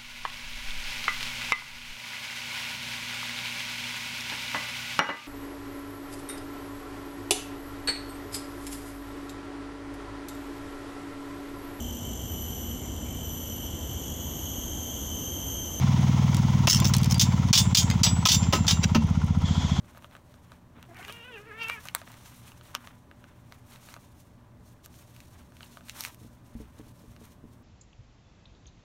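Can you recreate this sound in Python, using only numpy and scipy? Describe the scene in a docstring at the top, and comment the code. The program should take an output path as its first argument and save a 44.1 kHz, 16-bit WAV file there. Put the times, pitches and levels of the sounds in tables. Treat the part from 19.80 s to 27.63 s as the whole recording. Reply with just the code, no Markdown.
"""Paper rustles and snaps over a low hum: two kittens wrestle on newspaper in a padded bed inside a
cardboard box. One gives a hoarse yowl about a second in, its throat and mouth boosting a stack of tones.
Fur and paper rub in thousands of tiny clicks, claws set the sheet ringing in short snaps, and bodies
thump the cardboard, mostly near the end. A machine hums somewhere in the house throughout."""
import sys
import numpy as np
from scipy import signal
from scipy.fft import rfft, irfft, next_fast_len
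from scipy.io import wavfile

SR = 44100
rng = np.random.default_rng(int(sys.argv[2]) if len(sys.argv) > 2 else 0)


def wrap_up_sound(samples):
    """Save the sound to the file named by the first command line argument, as 16-bit audio."""
    columns = np.atleast_2d(samples).T
    # keep every value between -1 and 1, then stretch to whole-number steps
    tamed = np.clip(columns, -1, 1)
    steps = np.round(tamed * 32767).astype(np.int16)
    wavfile.write(sys.argv[1], SR, steps)


N = 345303

# Tone colour of the room's rumble, of rubbed paper and of rubbed fur: pitch_hz, relative_db
ROOM_COLOUR = [(18, -30), (30, -32), (64, -3), (124, -2.5), (179, -13.5), (210, -12), (245, -6.5),
               (426, -18), (1190, -21), (1280, -25.5), (1590, -26), (2290, -34), (16000, -44.5)]
PAPER_COLOUR = [(450, -13), (900, 7.5), (1300, 4.5), (2200, 0), (3500, -5), (5000, -26), (8000, -56),
                (16000, -16.5)]
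FUR_COLOUR = [(1500, -5.5), (3000, -0.5), (6300, 0), (8700, -1), (12500, -1), (15500, -5)]
# Tones of the machine: pitch_hz, width_hz, level_db
HUM_TONES = [(81.7, 100, -61), (118.9, 7.8, -60), (179.1, 18.5, -65), (238.7, 7.8, -66), (590.6, 35, -72),
             (996, 7.8, -78)]
# Bodies sliding on paper and plush: peak_s, length_s, paper_db, fur_db
SCUFFLE_MOVES = [(0.1, 0.066, -59, -61), (0.171, .03, -53.5, -61.5), (0.242, 0.065, -62, -65.5),
                 (0.344, 0.041, -55, -60.5), (0.528, 0.15, -67, -68), (.65, 0.098, -66, -67),
                 (0.735, 0.057, -61, -64), (0.986, 0.037, -57, -78), (1.042, 0.041, -58.5, -70),
                 (1.195, 0.05, -49.5, -54), (1.308, 0.17, -54, -56), (1.585, 0.12, -58, -62),
                 (1.834, 0.016, -58, -46), (1.909, 0.15, -51, -54), (2.061, 0.058, -50, -51),
                 (2.182, 0.077, -54, -55), (2.28, 0.48, -58, -58.5), (2.478, 0.25, -57, -55),
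                 (2.676, 0.087, -57.5, -57), (2.778, 0.037, -64, -61), (2.881, 0.067, -55.5, -57.5),
                 (2.967, 0.11, -56.5, -62), (3.062, .12, -59.5, -59), (3.47, 0.3, -65.5, -70),
                 (3.735, 0.16, -64.5, -67), (3.934, .07, -54.5, -55), (4.052, 0.063, -59.5, -54),
                 (4.106, 0.085, -55, -56), (4.234, 0.18, -67, -63), (4.4, 0.11, -79, -63),
                 (4.891, 0.064, -80, -62.5), (5.051, 0.012, -71, -51.5), (5.19, 0.064, -60.5, -55),
                 (5.378, 0.16, -66.5, -59.5), (5.49, 0.22, -81, -64), (5.601, 0.08, -60, -62.5),
                 (5.85, 0.11, -61.5, -57), (5.933, 0.095, -65, -58), (6.089, 0.053, -58.5, -52.5),
                 (6.174, .04, -48.5, -49), (6.201, 0.037, -44.5, -40.5), (6.251, 0.046, -49.5, -41.5),
                 (6.438, 0.065, -66, -58.5), (6.813, 0.15, -62, -63), (6.535, 0.075, -77, -65),
                 (6.665, 0.042, -79, -67), (6.991, 0.099, -62, -64.5), (7.076, .08, -64.5, -62),
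                 (7.196, 0.11, -72, -62.5), (7.316, 0.13, -68, -63.5), (7.446, 0.077, -63, -60.5),
                 (7.522, 0.037, -83, -62.5), (7.735, .1, -82, -70)]
# Tones the cardboard and the paper ring at: pitch_hz, relative_db, ring_s (time to fade by 60 dB)
CARDBOARD_TONES = [(60, 0, 0.38), (108, 7, 0.1), (164, -3.5, 0.12), (226, 7, 0.13), (302, 15, 0.044),
                   (430, 9.5, 0.11), (615, -18, 0.033)]
SHEET_TONES = [(606, -6.5, 0.017), (1228, -15.5, 0.034), (1500, -5.5, 0.0047), (2430, -13.5, 0.0077),
               (2810, 1, 0.0027), (4020, -0.5, 0.0033), (5770, 7.5, 0.00075), (8740, -1.5, 0.0013),
               (11450, 3, 0.0016), (14300, -33, 0.0027)]
# Blows on the cardboard: start_s, peak_db, boom_db (low tones), knock_db (high tones), length_ms
THUMP_HITS = [(0.971, -44, -20, -5.5, 0.99), (4.798, -44, -8, -1, 1.8), (6.416, -40.5, -1, -12, 0.85),
              (6.448, -38.5, 3.5, -13, 0.46), (6.752, -30.5, -13, -22, 2.7), (6.802, -32.5, -1, -0.5, 1.3),
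              (6.997, -35, -9, -5.5, 0.84), (7.068, -41, 1, -7, 1.3), (7.239, -44.5, -7, -5, 0.44),
              (7.279, -41, -1, -10, 3.5), (7.415, -39.5, -9, -7, 0.32), (7.64, -35, -34, -4, 5.7)]
# Snaps of claws and paper: start_s, peak_db, dull_db (low tones), treble_db (high tones)
SNAP_HITS = [(0.1487, -43, 26, -23), (.1735, -36, 15, -22), (0.2236, -39.5, 5, -20), (.2443, -34, 11, -43),
             (0.3116, -44, 12, -24), (0.3516, -32.5, 13, -38), (0.366, -40.5, 8, -24), (.541, -45, 12, -24),
             (.719, -37, 9, -26), (1.0275, -34, -6, -23), (1.1695, -36, 6, -20), (1.228, -36, -13, -33),
             (1.2494, -30, -11, -42), (1.282, -29, 8, -19), (1.296, -28, 18, -29), (1.3249, -28.5, -23, 10),
             (1.8848, -26, -14, 3), (1.8981, -16, -1.5, -42), (2.0546, -27.5, 16.5, 4),
             (2.0727, -32, -4, -13), (2.0857, -23, -13, -29), (2.1495, -5, 8, 12.5), (2.1624, -33, 17, -19),
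             (2.2157, -34, 31, -14), (2.2754, -38.5, 27, -23), (2.318, -35.5, -2, -7),
             (2.3412, -39, 17, -23), (2.5504, -42.5, -24, -16), (2.6791, -40.5, -11, -45),
             (2.7182, -40.5, -1, -45), (2.811, -39.5, 7, -53), (2.945, -34, 3, -27),
             (2.9502, -11.5, -2, -29), (3.045, -40, 6, -34), (3.073, -28, 11.5, -21),
             (3.3128, -38, 13.5, -40), (3.441, -38.5, 5, -45), (3.7231, -32.5, -22, -28),
             (3.959, -39, -23, -26), (4.0874, -37, 2, -28), (4.1404, -30, -41, -27), (4.1644, -34, 15, -35),
             (5.0602, -30.5, 16.5, 9.5), (5.142, -42, 2, -26), (5.364, -37.5, 3, -9),
             (5.4037, -35, -23, -20), (5.721, -43.5, 14, -21), (5.768, -40.5, -17, -26),
             (5.807, -33, 4, -60), (5.8303, -33.5, -32, -54), (5.9716, -32.5, 13, -25),
             (6.0083, -42, 19, -27), (6.0846, -33, -26, -8), (6.096, -21.5, -39, -22),
             (6.2076, -15.5, -22, 5), (6.2377, -22, -30, -9), (6.25, -15.5, -36, -17),
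             (6.2734, -33, 17.5, -4), (6.346, -34.5, -26, 7), (7.3639, -40, -12, -30),
             (7.4532, -37, -18, 32)]
# Path of the voice: time_s, pitch_hz, chest_db, mouth_db, throat_db, throat_hz
YOWL_PATH = [(1.07, 322, -75, -64, -76, 2390), (1.09, 351.3, -47, -76, -93, 2380),
             (1.114, 337.5, -47.5, -64, -79.5, 2380), (1.132, 343.3, -55, -81, -92, 2230),
             (1.158, 391.7, -61, -59.5, -68, 2300), (1.19, 362, -46, -59, -65, 2230),
             (1.248, 385.8, -56, -57.5, -57, 2470), (1.264, 423, -65, -65, -65, 2470),
             (1.3, 416, -55, -51, -52, 2470), (1.324, 468, -62, -59, -52, 2570),
             (1.432, 467.4, -60, -57, -51, 2660), (1.49, 513, -56, -51.5, -53.5, 2600),
             (1.538, 462, -54, -55.5, -50, 2730), (1.58, 394.3, -43, -51, -54.5, 2350),
             (1.628, 425.6, -56, -62, -68, 2280), (1.656, 428.4, -59, -58, -62, 2300),
             (1.68, 467.5, -54, -55, -60, 2350), (1.718, 413, -47, -48.5, -65, 2050),
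             (1.758, 443, -58, -54, -62, 2104), (1.818, 463, -58, -42.5, -32.5, 2690),
             (1.87, 443, -68, -49, -42, 2620), (1.894, 464, -58, -46, -37, 2350),
             (1.93, 475, -69, -56, -39, 2270), (1.982, 423.3, -59, -48, -57, 2280),
             (2.0, 447, -59, -60, -60, 2236), (2.02, 438, -61, -51, -60, 2310)]
# Roughness of the voice: time_s, hoarseness (0 to 1)
HOARSENESS = [(1.07, .3), (1.13, .4), (1.17, .9), (1.29, .8), (1.33, .3), (1.56, .3), (1.66, .45),
              (1.75, .2), (1.95, .2), (2.02, .6)]
# Pitches the microphone port weakens: pitch_hz, width_hz, share_removed (0 to 1)
PORT_DIPS = [(4880, 410, 0.36), (7700, 200, 0.26), (10420, 1000, 0.44)]


def from_db(db):
    """Turn decibels into a number to multiply by."""
    return 10 ** (np.asarray(db) / 20)


def rms_one(x):
    """Scale a sound so its average strength (rms) is 1."""
    return x / np.sqrt(np.mean(x ** 2) + 1e-20)


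def in_time(rows):
    """Turn rows that start with a time into curves, one value a sample."""
    times_s, *columns = np.transpose(rows)
    return [np.interp(np.arange(N) / SR, times_s, column) for column in columns]


def coloured(x, colour):
    """Give a sound a tone colour, at strength 1."""
    size = next_fast_len(N)
    hz, db = np.transpose(colour)
    log_hz = np.log(np.arange(size // 2 + 1) * SR / size + 1)
    gains = from_db(np.interp(log_hz, np.log(hz), db))
    return rms_one(irfft(rfft(x, size) * gains, size)[:N])


def drift(rate_hz, size=N):
    """A smooth random wobble of strength 1."""
    r = np.exp(-2 * np.pi * rate_hz / SR)
    noise = rng.standard_normal(size + SR // 4)
    return rms_one(signal.lfilter([1], [1, -2 * r, r * r], noise)[SR // 4:])


def ring(force, hz, ring_s):
    """Each push starts a pure tone that dies away."""
    decay, turn = from_db(-60 / (ring_s * SR)), 2 * np.pi * hz / SR
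    return signal.lfilter([0, np.sin(turn)], [1, -2 * decay * np.cos(turn), decay ** 2], force + 1e-18)


def add(out, start_s, peak_db, blow):
    """Mix in one blow at its time and peak level."""
    at = round(start_s * SR)
    out[at:at + len(blow)] += (from_db(peak_db) * blow / np.abs(blow).max())[:N - at]


def room_rumble(level_db=-57):
    """The steady low noise of the house."""
    return from_db(level_db) * coloured(rng.standard_normal(N), ROOM_COLOUR)


def machine_hum():
    """A machine holds a few tones, each blurred by a random waver."""
    out, t = 0, np.arange(N) / SR
    for hz, width_hz, db in HUM_TONES:
        waver = 1 + drift(width_hz) + 1j * drift(width_hz)
        out = out + from_db(db) * rms_one(np.real(waver * np.exp(2j * np.pi * hz * t)))
    return out


def box_echo(x, ring_s=0.068, level_db=-14.5):
    """Close padded walls give a short, dull tail of echoes."""
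    t = np.arange(round(.2 * SR)) / SR
    dull_noise = signal.lfilter([1], [1, -.6], rng.standard_normal(len(t)))
    tail = dull_noise * from_db(-60 * t / ring_s) * (t > .003)
    return from_db(level_db) * signal.fftconvolve(x, tail / np.sqrt(np.sum(tail ** 2)))[:N]


def scuffle_levels(fade_db=11, rest_paper_db=-74, rest_fur_db=-103):
    """Each scuffle swells and fades; the loudest leads, with faint stirring in between."""
    t = np.arange(0, N / SR + .002, .002)
    peak_s, length_s, paper_db, fur_db = np.transpose(SCUFFLE_MOVES)[:, :, None]
    drop_db = fade_db * (np.abs(t - peak_s) / length_s) ** 0.97
    paper = np.maximum((paper_db - drop_db).max(axis=0), rest_paper_db)
    fur = np.maximum((fur_db - drop_db).max(axis=0), rest_fur_db)
    return in_time(np.transpose([t, paper, fur]))


def grains(per_s, spread_db, clump_db):
    """Tiny random clicks of uneven size that come in clumps."""
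    sizes = from_db(spread_db * np.minimum(rng.exponential(1, N), 5)) * rng.choice([-1, 1], N)
    return sizes * (rng.random(N) < per_s / SR) * from_db(clump_db * drift(34))


def patchy(x, count, swing_db, low_hz, high_hz):
    """Pitch ranges swell and fade separately, as different hairs and folds rub."""
    edges = np.geomspace(low_hz, high_hz, count + 1)
    bands = [signal.butter(1, pair, "band", fs=SR, output="sos") for pair in zip(edges, edges[1:])]
    return sum(from_db(swing_db * drift(27)) * signal.sosfilt(band, x) for band in bands)


def crinkles(paper_db):
    """Small creases pop, more often when the paper moves; each rings one tone of the sheet."""
    per_s = 60 * np.clip((paper_db + 76) / 15, 0, 1.5)
    pops = rng.standard_normal(N) * (rng.random(N) < per_s / SR)
    chosen = rng.integers(0, len(SHEET_TONES), N)
    ringing = sum(from_db(db) * ring(pops * (chosen == k), hz, ring_s / 2)
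                  for k, (hz, db, ring_s) in enumerate(SHEET_TONES))
    return from_db(np.minimum(paper_db, -58) + 11.5) * ringing


def rubbing():
    """Paper crackles in coarse grains; fur brushes the plush in fine ones."""
    paper_db, fur_db = scuffle_levels()
    paper = coloured(grains(per_s=4000, spread_db=2, clump_db=2.6), PAPER_COLOUR)
    fur = coloured(grains(per_s=13000, spread_db=2, clump_db=2), FUR_COLOUR)
    fur = rms_one(patchy(fur, count=5, swing_db=1.5, low_hz=1930, high_hz=18300))
    return from_db(paper_db) * paper + crinkles(paper_db) + from_db(fur_db) * fur


def thumps():
    """A soft paw or flank rings the cardboard; each blow has its own mix of low boom and higher knock."""
    out, ms = np.zeros(N), np.arange(12000) * 1000 / SR
    for start_s, peak_db, boom_db, knock_db, length_ms in THUMP_HITS:
        push = np.diff(ms * np.exp(-2 * ms / length_ms), prepend=0)
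        thump = 0
        for hz, db, ring_s in CARDBOARD_TONES:
            boost_db = boom_db if hz < 130 else knock_db if hz > 290 else 0
            chance_db = 2 * rng.standard_normal()
            thump = thump + from_db(db + boost_db + chance_db) / hz * ring(push, hz, ring_s)
        add(out, start_s, peak_db, thump)
    return out


def snaps():
    """A quick run of cracks sets the sheet ringing; brighter snaps have shorter runs."""
    out, ms = np.zeros(N), np.arange(900) * 1000 / SR
    log_hz = np.log(np.array(SHEET_TONES)[:, 0])
    thin_sheet = signal.butter(2, 680, "high", fs=SR, output="sos")   # thin paper gives little bass
    for start_s, peak_db, dull_db, treble_db in SNAP_HITS:
        sharpness = 1.5 + 2 ** ((treble_db + 10) / 10.5)
        progress = 1.5 * sharpness * ms
        cracks = rng.standard_normal(len(ms)) * progress * np.exp(-progress)
        force = signal.sosfilt(thin_sheet, cracks)
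        corners_db = [1.3 * dull_db - 5, dull_db, -6, treble_db]
        boosts_db = np.interp(log_hz, np.log([650, 1400, 3000, 9000]), corners_db)
        snap = sum(from_db(db + boost_db) * rms_one(ring(force, hz, ring_s))
                   for (hz, db, ring_s), boost_db in zip(SHEET_TONES, boosts_db))
        add(out, start_s, peak_db, signal.sosfilt(thin_sheet, snap))
    return out


def yowl():
    """Chest, mouth and throat boost the voice's tones near their own; hoarseness shakes pitch and level."""
    start_s, end_s = YOWL_PATH[0][0], YOWL_PATH[-1][0]
    fade, = in_time([(start_s, 0), (start_s + .024, 1), (end_s - .03, 1), (end_s, 0)])
    live = fade > 0
    curves = in_time(YOWL_PATH) + in_time(HOARSENESS)
    pitch_hz, chest_db, mouth_db, throat_db, throat_hz, hoarse = [curve[live] for curve in curves]
    size = len(hoarse)
    shaky_hz = pitch_hz * (1 + .05 * hoarse * drift(120, size))
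    phase = 2 * np.pi * np.cumsum(shaky_hz) / SR
    rasp_db = -44 + 1.7 * (throat_db + 28.5)   # the upper throat rasps when the throat rings loudly
    # centre_hz, width_hz, level_db
    boosts = [(522, 250, chest_db), (1690, 880, mouth_db),
              (throat_hz, 660, throat_db), (4400, 1200, rasp_db)]
    out = np.zeros(N)
    for k in range(1, 14):
        # complex numbers also delay each tone, so every pulse of the voice rings out
        gain = sum(from_db(db) / (1 + 2j * (k * pitch_hz - hz) / width) ** 2 for hz, width, db in boosts)
        flutter = from_db(8 * hoarse * drift(50, size))
        breath = .2 * drift(300, size)   # swirling air fills the gaps between the tones
        out[live] += (flutter + breath) * np.real(gain * np.exp(1j * k * phase))
    return np.sqrt(2) * fade * out


def scene():
    """The kittens in their box over the sound of the house."""
    kittens = yowl() + snaps() + thumps()
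    house = room_rumble() + machine_hum()
    return (kittens + box_echo(kittens) + rubbing() + house)[None]


def record(dry):
    """The microphone port weakens a few pitches, and the highest treble is cut."""
    for hz, width_hz, share in PORT_DIPS:
        dry = dry - share * signal.lfilter(*signal.iirpeak(hz, hz / width_hz, fs=SR), dry)
    return signal.sosfilt(signal.cheby2(16, 60, 16330, fs=SR, output="sos"), dry)


dry = scene()
out = record(dry)
wrap_up_sound(out)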